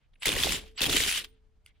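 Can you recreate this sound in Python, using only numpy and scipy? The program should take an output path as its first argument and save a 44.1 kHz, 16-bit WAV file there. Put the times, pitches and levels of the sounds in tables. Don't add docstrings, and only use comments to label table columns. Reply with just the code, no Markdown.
import sys
import numpy as np
from scipy import signal
from scipy.fft import rfft, irfft, next_fast_len
from scipy.io import wavfile
from scipy.ndimage import uniform_filter1d

SR = 44100
rng = np.random.default_rng(int(sys.argv[2]) if len(sys.argv) > 2 else 0)


def persist_wave(psi):
    counts = np.round(np.clip(psi, -1, 1) * 32767).astype(np.int16)
    wavfile.write(sys.argv[1], SR, np.atleast_2d(counts).T)


def ratio_of_db(decibels):
    return 10 ** (np.asarray(decibels, float) / 20)


N = 79380


def rms_one(x):
    return x / np.sqrt(np.mean(x ** 2) + 1e-20)


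def at_hz(points, hz):
    return np.interp(np.log(hz), np.log(np.array(points)[:, 0]), np.array(points)[:, 1])


def filtered(x, order, hz, kind):
    return signal.sosfilt(signal.butter(order, hz, kind, fs=SR, output="sos"), x)


def drift(rate):
    r = np.exp(-2 * np.pi * rate / SR)
    return rms_one(signal.lfilter([1], [1, -2 * r, r * r], rng.standard_normal(N + 8000))[8000:])


def ring(x, hz, t60):
    r, w = ratio_of_db(-60 / (t60 * SR)), 2 * np.pi * hz / SR
    return signal.lfilter([0, np.sin(w)], [1, -2 * r * np.cos(w), r * r], x + 1e-18)


def banded(spectrum, lumps_db):
    out, together, white = 0, drift(29), rng.standard_normal((2, 2, N))
    lowest, highest = spectrum[0][0], spectrum[-1][0]
    edges = lowest * 2 ** np.arange(0, np.log2(highest / lowest) + .3, .5)
    for k, (low, high) in enumerate(zip(edges, edges[1:])):
        band = filtered(white[k % 2], 2, [low, min(high, .45 * SR)], "band")
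        flicker_db = lumps_db * (.6 * together + .6 * drift(25))
        out = out + band * ratio_of_db(at_hz(spectrum, np.sqrt(low * high)) + flicker_db)
    return rms_one(out)


def add(out, s, piece):
    i = max(int(s * SR), 0)
    out[:, i:i + piece.shape[1]] += piece[:, :N - i]


def running_up():
    # (start [s], end [s])
    run_ups = [
        (.19, .256),
        (.762, .813),
    ]
    t = np.arange(N) / SR
    return uniform_filter1d(sum((t > a) & (t < b) for a, b in run_ups) * 1., size=200)


def trigger_pulls():
    # (time [s], rattle level [dB], wheel shake relative to rattle [dB])
    pulls = [
        [(0.2, -79, 13), (0.224, -37.5, -14), (0.266, -31.5, -3.5), (0.36, -38.5, 6.5), (0.442, -31.5, -2.5),
         (0.47, -36.5, 3), (0.548, -36, 3)],
        [(0.575, -41, 2.5), (0.61, -54, 5.5), (0.68, -62.5, 3.5), (0.746, -78, 6.5), (0.756, -72.5, 3.5)],
        [(0.758, -69.5, 4.5), (0.774, -46, -9.5), (0.83, -31.5, -2), (0.88, -39, 6), (0.9, -33.5, -0.5),
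         (0.928, -34.5, 0.5), (0.966, -31.5, -2), (1.024, -34, -0.5), (1.1, -32.5, -13)],
        [(1.1, -35, -19.5), (1.162, -36.5, -14), (1.19, -36.5, -11), (1.238, -53.5, -4.5), (1.246, -41, -14.5),
         (1.262, -60, -2), (1.3, -80, 3), (1.42, -104, 10)],
    ]
    s, db, load = np.vstack(pulls).T
    t = np.arange(N) / SR
    off = -400 * (np.maximum(s[0] - t, 0) + np.maximum(t - s[-1], 0))
    free = running_up()
    rattle_db = np.interp(t, s, db) + off - 5.5 * free
    shake_db = np.interp(t, s, db + load) + off - 27 * free
    return rattle_db, shake_db


def strikes(rows, contacts_s, ring_s, trim_db):
    crack_s = .0015
    modes = [(1, 1, 1), (1.17, .6, .6), (.78, .5, .6), (1.42, .3, .4), (.4, .15, 1)]
    out, t = np.zeros((2, N)), np.arange(2000) / SR
    for s, db, hz, bright_db in rows:
        grit = rng.standard_normal((2, 2, len(t)))
        swell = np.sin(np.pi * np.minimum(t / contacts_s, 1) ** 0.49)
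        contacts = (np.cos(2 * np.pi * hz * t) + 2.93 * grit[0]) * swell
        body = sum(share * ring(contacts, hz * ratio, length * ring_s) for ratio, share, length in modes)
        crack = signal.lfilter([1, 0, -1], [1, -.3], grit[1]) * t / crack_s * np.exp(1 - t / crack_s) / 3
        body = body * [[1], [rng.choice([-1, 1])]] / np.abs(body[0]).max()
        add(out, s, ratio_of_db(db + trim_db) * (body + ratio_of_db(bright_db) * crack))
    return filtered(out, 2, 700, "high")


def hammer_blows():
    # (time [s], peak level [dB], socket pitch [Hz], brightness [dB])
    blows = [(0.2312, -23, 2780, -12.5), (0.2561, -12.5, 2140, -5), (0.2814, -15, 3530, -7.5),
             (0.29, -13.5, 3600, -9), (0.3185, -17, 2550, -11.5), (0.3282, -19, 3000, -9.5),
             (0.3368, -18.5, 2300, -10), (0.3642, -19, 1940, -7), (0.3782, -17.5, 2810, -9),
             (0.3904, -19.5, 3760, -12), (0.4006, -18.5, 3400, -10.5), (0.4263, -17.5, 3470, -6.5),
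             (0.4347, -8.5, 3510, -12), (0.4922, -18.5, 2620, -9), (0.5065, -18.5, 2900, -10),
             (0.5208, -17, 2080, -10.5), (0.8059, -17, 2660, -8.5), (0.8171, -11.5, 3560, -7),
             (0.8295, -19, 4260, -6.5), (0.8419, -18.5, 2700, -7.5), (0.855, -16, 3245, -9),
             (0.8665, -15.5, 2700, -8.5), (0.895, -15, 3500, -9), (0.9274, -16, 3360, -12.5),
             (0.9643, -10, 3090, -9.5), (1, -17, 2530, -7), (1.0035, -14.5, 3050, -7),
             (1.0361, -14, 3070, -11), (1.092, -16, 2600, -10.5), (1.1124, -17.5, 2590, -8.5),
             (1.2441, -29, 3070, -10.5)]
    return strikes(blows, contacts_s=.003, ring_s=.0078, trim_db=-3)


def further_blows():
    # (time [s], peak level [dB], socket pitch [Hz], brightness [dB])
    further = [(0.2598, -18, 4080, -8), (0.2683, -14.5, 3450, -9), (0.3024, -21, 2620, -13),
               (0.4442, -19, 3660, -10.5), (0.4621, -21, 3325, -10.5), (0.475, -19, 2133, -11),
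               (0.5462, -19.5, 3000, -11.5), (0.8209, -16, 3530, -8.5), (0.8344, -14, 3400, -9.5),
               (0.8619, -16, 3290, -6.5), (0.8984, -15, 3550, -10.5), (0.9115, -16.5, 2880, -11),
               (0.9324, -16, 3440, -14), (0.968, -6, 3160, -12.5), (0.9769, -15.5, 4050, -10.5),
               (1.0636, -17.5, 3040, -10), (1.125, -20, 2580, -8), (1.1402, -22, 3230, -10.5),
               (1.157, -21.5, 3030, -13), (1.1768, -21, 3020, -10), (1.189, -23.5, 2830, -10)]
    # (time [s], peak level [dB], pitch [Hz], brightness [dB])
    touches = [
        (.2217, -28, 2720, -20),
        (.7781, -29, 2940, -24),
        (.7925, -21, 2750, -24),
    ]
    return strikes(list(further) + list(touches), contacts_s=.0023, ring_s=.0079, trim_db=-4)


def rattle(level_db):
    # (pitch [Hz], level per Hz [dB])
    colour = [(470, -41), (800, -23), (1290, -12.5), (1680, -5), (2570, -2), (3060, 1.5), (5310, -7),
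              (10100, -9.5), (16000, -25)]
    contacts_per_s, spread_db, ring_s, hiss_share = 1800, 1.5, .0081, .65
    sizes = ratio_of_db(spread_db * np.minimum(rng.exponential(1, N), 2.6)) * rng.choice([-1, 1], (2, N))
    born = rng.random(N) < contacts_per_s / SR
    pitches, dealt = np.geomspace(900, 15000, 24), rng.integers(0, 24, N)
    rings = 0
    for k, hz in enumerate(pitches):
        clicks = sizes * born * (dealt == k)
        strength = ratio_of_db(at_hz(colour, hz)) * hz ** 0.59
        rings = rings + strength * ring(clicks, hz, ring_s * np.sqrt(3000 / hz))
    hiss = banded(colour, lumps_db=3.0)
    mix = np.sqrt(1 - hiss_share) * rms_one(rings) + np.sqrt(hiss_share) * hiss
    low = filtered(mix, 2, 4937, "low")
    bright_db = .15 * np.clip(level_db + 33.0, -25, 5) - 5 * running_up()
    mix = low + (mix - low) * ratio_of_db(bright_db)
    surge_db = 1.11 * drift(77)
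    return ratio_of_db(level_db + 3 + surge_db) * mix


def whines():
    # (start [s], length [s], pitch [Hz], level [dB], width [Hz])
    tones = [(0.214, 0.042, 7810, -50, 200), (0.508, 0.068, 7250, -40, 303), (.76, .03, 7810, -55, 200),
             (1.748, .026, 2430, -78, 400), (.775, 0.032, 4600, -41, 700), (.901, 0.16, 7210, -39, 1112),
             (1.048, 0.12, 9910, -40.5, 1140), (1.673, .011, 3390, -67, 250), (1.664, .03, 5200, -74, 2500),
             (1.735, .064, 3300, -80, 1200), (.196, .058, 9800, -60, 300), (.196, .026, 7800, -68, 300),
             (1.29, .12, 3200, -78, 1500), (1.667, 0.018, 2150, -65, 250), (1.687, .042, 2186, -74, 200),
             (.133, .012, 3300, -68, 1500), (.154, .01, 2700, -66, 900), (1.26, .09, 8760, -78, 60),
             (1.26, .06, 14800, -80, 60), (1.644, 0.057, 8600, -75, 2880), (1.664, 0.055, 3100, -70, 1600),
             (0.00082, 0.076, 2768, -78, 1600), (.132, 0.04, 9810, -87.5, 804),
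             (0.773, 0.036, 3460, -36.5, 2200), (1.032, 0.19, 3030, -36, 840),
             (.219, 0.033, 2900, -42.5, 3200)]
    out = np.zeros((2, N))
    for s, length, hz, db, width in tones:
        noise = rng.standard_normal((2, SR // 4))[:, :int(length * SR)]
        narrow = ring(ring(noise, hz, 1.6 / width), hz, 1.6 / width)
        add(out, s, ratio_of_db(db) * np.hanning(noise.shape[1]) ** .4 * rms_one(narrow))
    return out


def wheel_shake(shake_db):
    # (pitch [Hz], level per Hz [dB])
    colour = [(13, -27), (22, 16), (91, 8.5), (372, 8.5), (429, 9), (528, 3), (1000, -2.5), (1300, -36.5),
              (2200, -120)]
    return ratio_of_db(shake_db - 4.5) * banded(colour, lumps_db=4.5)


def wheel_jolts():
    # (time [s], peak level [dB], pitch [Hz])
    thuds = [(0.268, -24, 390), (0.289, -20, 446), (0.304, -40.5, 80.7), (0.328, -33.5, 269),
             (0.338, -31, 94.2), (0.405, -29, 98), (0.446, -22.5, 842), (0.4695, -16.5, 663),
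             (0.493, -28, 199.4), (0.506, -29.5, 182), (0.812, -26.5, 307), (0.843, -28.5, 464),
             (0.867, -30, 116), (0.901, -29.5, 101), (0.968, -23.5, 425), (1.005, -25.5, 426)]
    out, t = np.zeros((2, N)), np.arange(4000) / SR
    for s, db, hz in thuds:
        shape = (1 - np.exp(-2.5 * hz * t)) * np.exp(-np.log(1000) * hz * t / 6.4)
        tone = np.sin(2 * np.pi * hz * t + [[0], [rng.uniform(0, 2 * np.pi)]])
        add(out, s, ratio_of_db(db - 5.5) * tone * shape / shape.max())
    return out


def rim(shake_db):
    # (pitch [Hz], level [dB], time to fall by 60 dB [s])
    modes = [(37.5, -55, 1.1), (67.74, -53, 0.65), (205, -63, 0.49), (260, -64, 0.78), (297, -61, 0.29),
             (344, -63, 0.3), (437, -61, 1.25), (502, -67, .3)]
    out, t = np.zeros((2, N)), np.arange(N) / SR
    for hz, db, t60 in modes:
        stored = signal.lfilter([1], [1, -ratio_of_db(-120 / (t60 * SR))], ratio_of_db(2 * shake_db))
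        tone = np.sin(2 * np.pi * hz * t + [[0], [np.pi / 2]] + 0.65 * drift(11))
        out += ratio_of_db(db + 1.8 * drift(10)) * rms_one(np.sqrt(stored)) * tone
    return out


def switch_click():
    # (pitch [Hz], level [dB])
    modes = [(1400, -62), (2250, -51), (2810, -47.5), (3360, -55), (4700, -56), (6500, -70), (8600, -60),
             (9700, -61), (10600, -56), (14500, -66)]
    start_s, length_s = 1.6594, .007
    out, t = np.zeros((2, N)), np.arange(int(length_s * SR)) / SR
    tones = 0
    for hz, db in modes:
        phase = [[rng.normal(0, 1)], [np.pi / 2]]
        tones = tones + ratio_of_db(db) * np.cos(2 * np.pi * hz * (t - t[-1] / 2) + phase)
    grit = ratio_of_db(-62) * signal.lfilter([1, 0, -1], [1, -.3], rng.standard_normal((2, len(t))))
    add(out, start_s, (tones + grit) * np.hanning(len(t)) ** 2.4)
    return out


def quiet_yard():
    # (pitch [Hz], level per Hz [dB])
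    colour = [(13, -26), (22, 9), (91, -4), (284, -23.5), (1710, -32.5), (3760, -37.5), (10200, -50.5),
              (12000, -56), (15600, -84.5), (22000, -120)]
    return ratio_of_db(-64.5) * banded(colour, lumps_db=1.2)


def echoes(x):
    t = np.arange(SR // 2) / SR
    tail = rng.standard_normal((2, len(t))) * ratio_of_db(-60 * t / .25) * (t > .006)
    tail = filtered(tail, 1, 4000, "low")
    tail = tail / np.sqrt(np.sum(tail ** 2) / 2)
    return ratio_of_db(-25) * signal.fftconvolve(x[None], tail, axes=1)[:, :N]


def pair(x):
    # (pitch [Hz], side minus middle [dB])
    spread = [(60, -7), (380, -7), (700, -3), (1290, -3), (2380, -8), (4400, -4), (8120, -2), (15000, -1)]
    size = next_fast_len(N + 4096)
    gain = ratio_of_db(at_hz(spread, np.fft.rfftfreq(size, 1 / SR) + 1))
    side = irfft(rfft(x[1], size) * gain, size)[:N]
    return np.array([x[0] + side, x[0] - side])


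def scene():
    rattle_db, shake_db = trigger_pulls()
    running = filtered(rattle(rattle_db) + whines(), 3, 1150, "high")
    metal = hammer_blows() + further_blows() + running
    wheel = wheel_shake(shake_db) + wheel_jolts()
    near = metal + wheel + switch_click()
    return pair(near + rim(shake_db) + quiet_yard()) + echoes(near[0])


def top_cut(x):
    return signal.sosfilt(signal.butter(12, 16780, fs=SR, output="sos"), x)


def record(dry):
    mix = signal.sosfilt(signal.cheby2(12, 70, 17000, fs=SR, output="sos"), dry)
    return top_cut(mix)


dry = scene()
out = record(dry)
persist_wave(out)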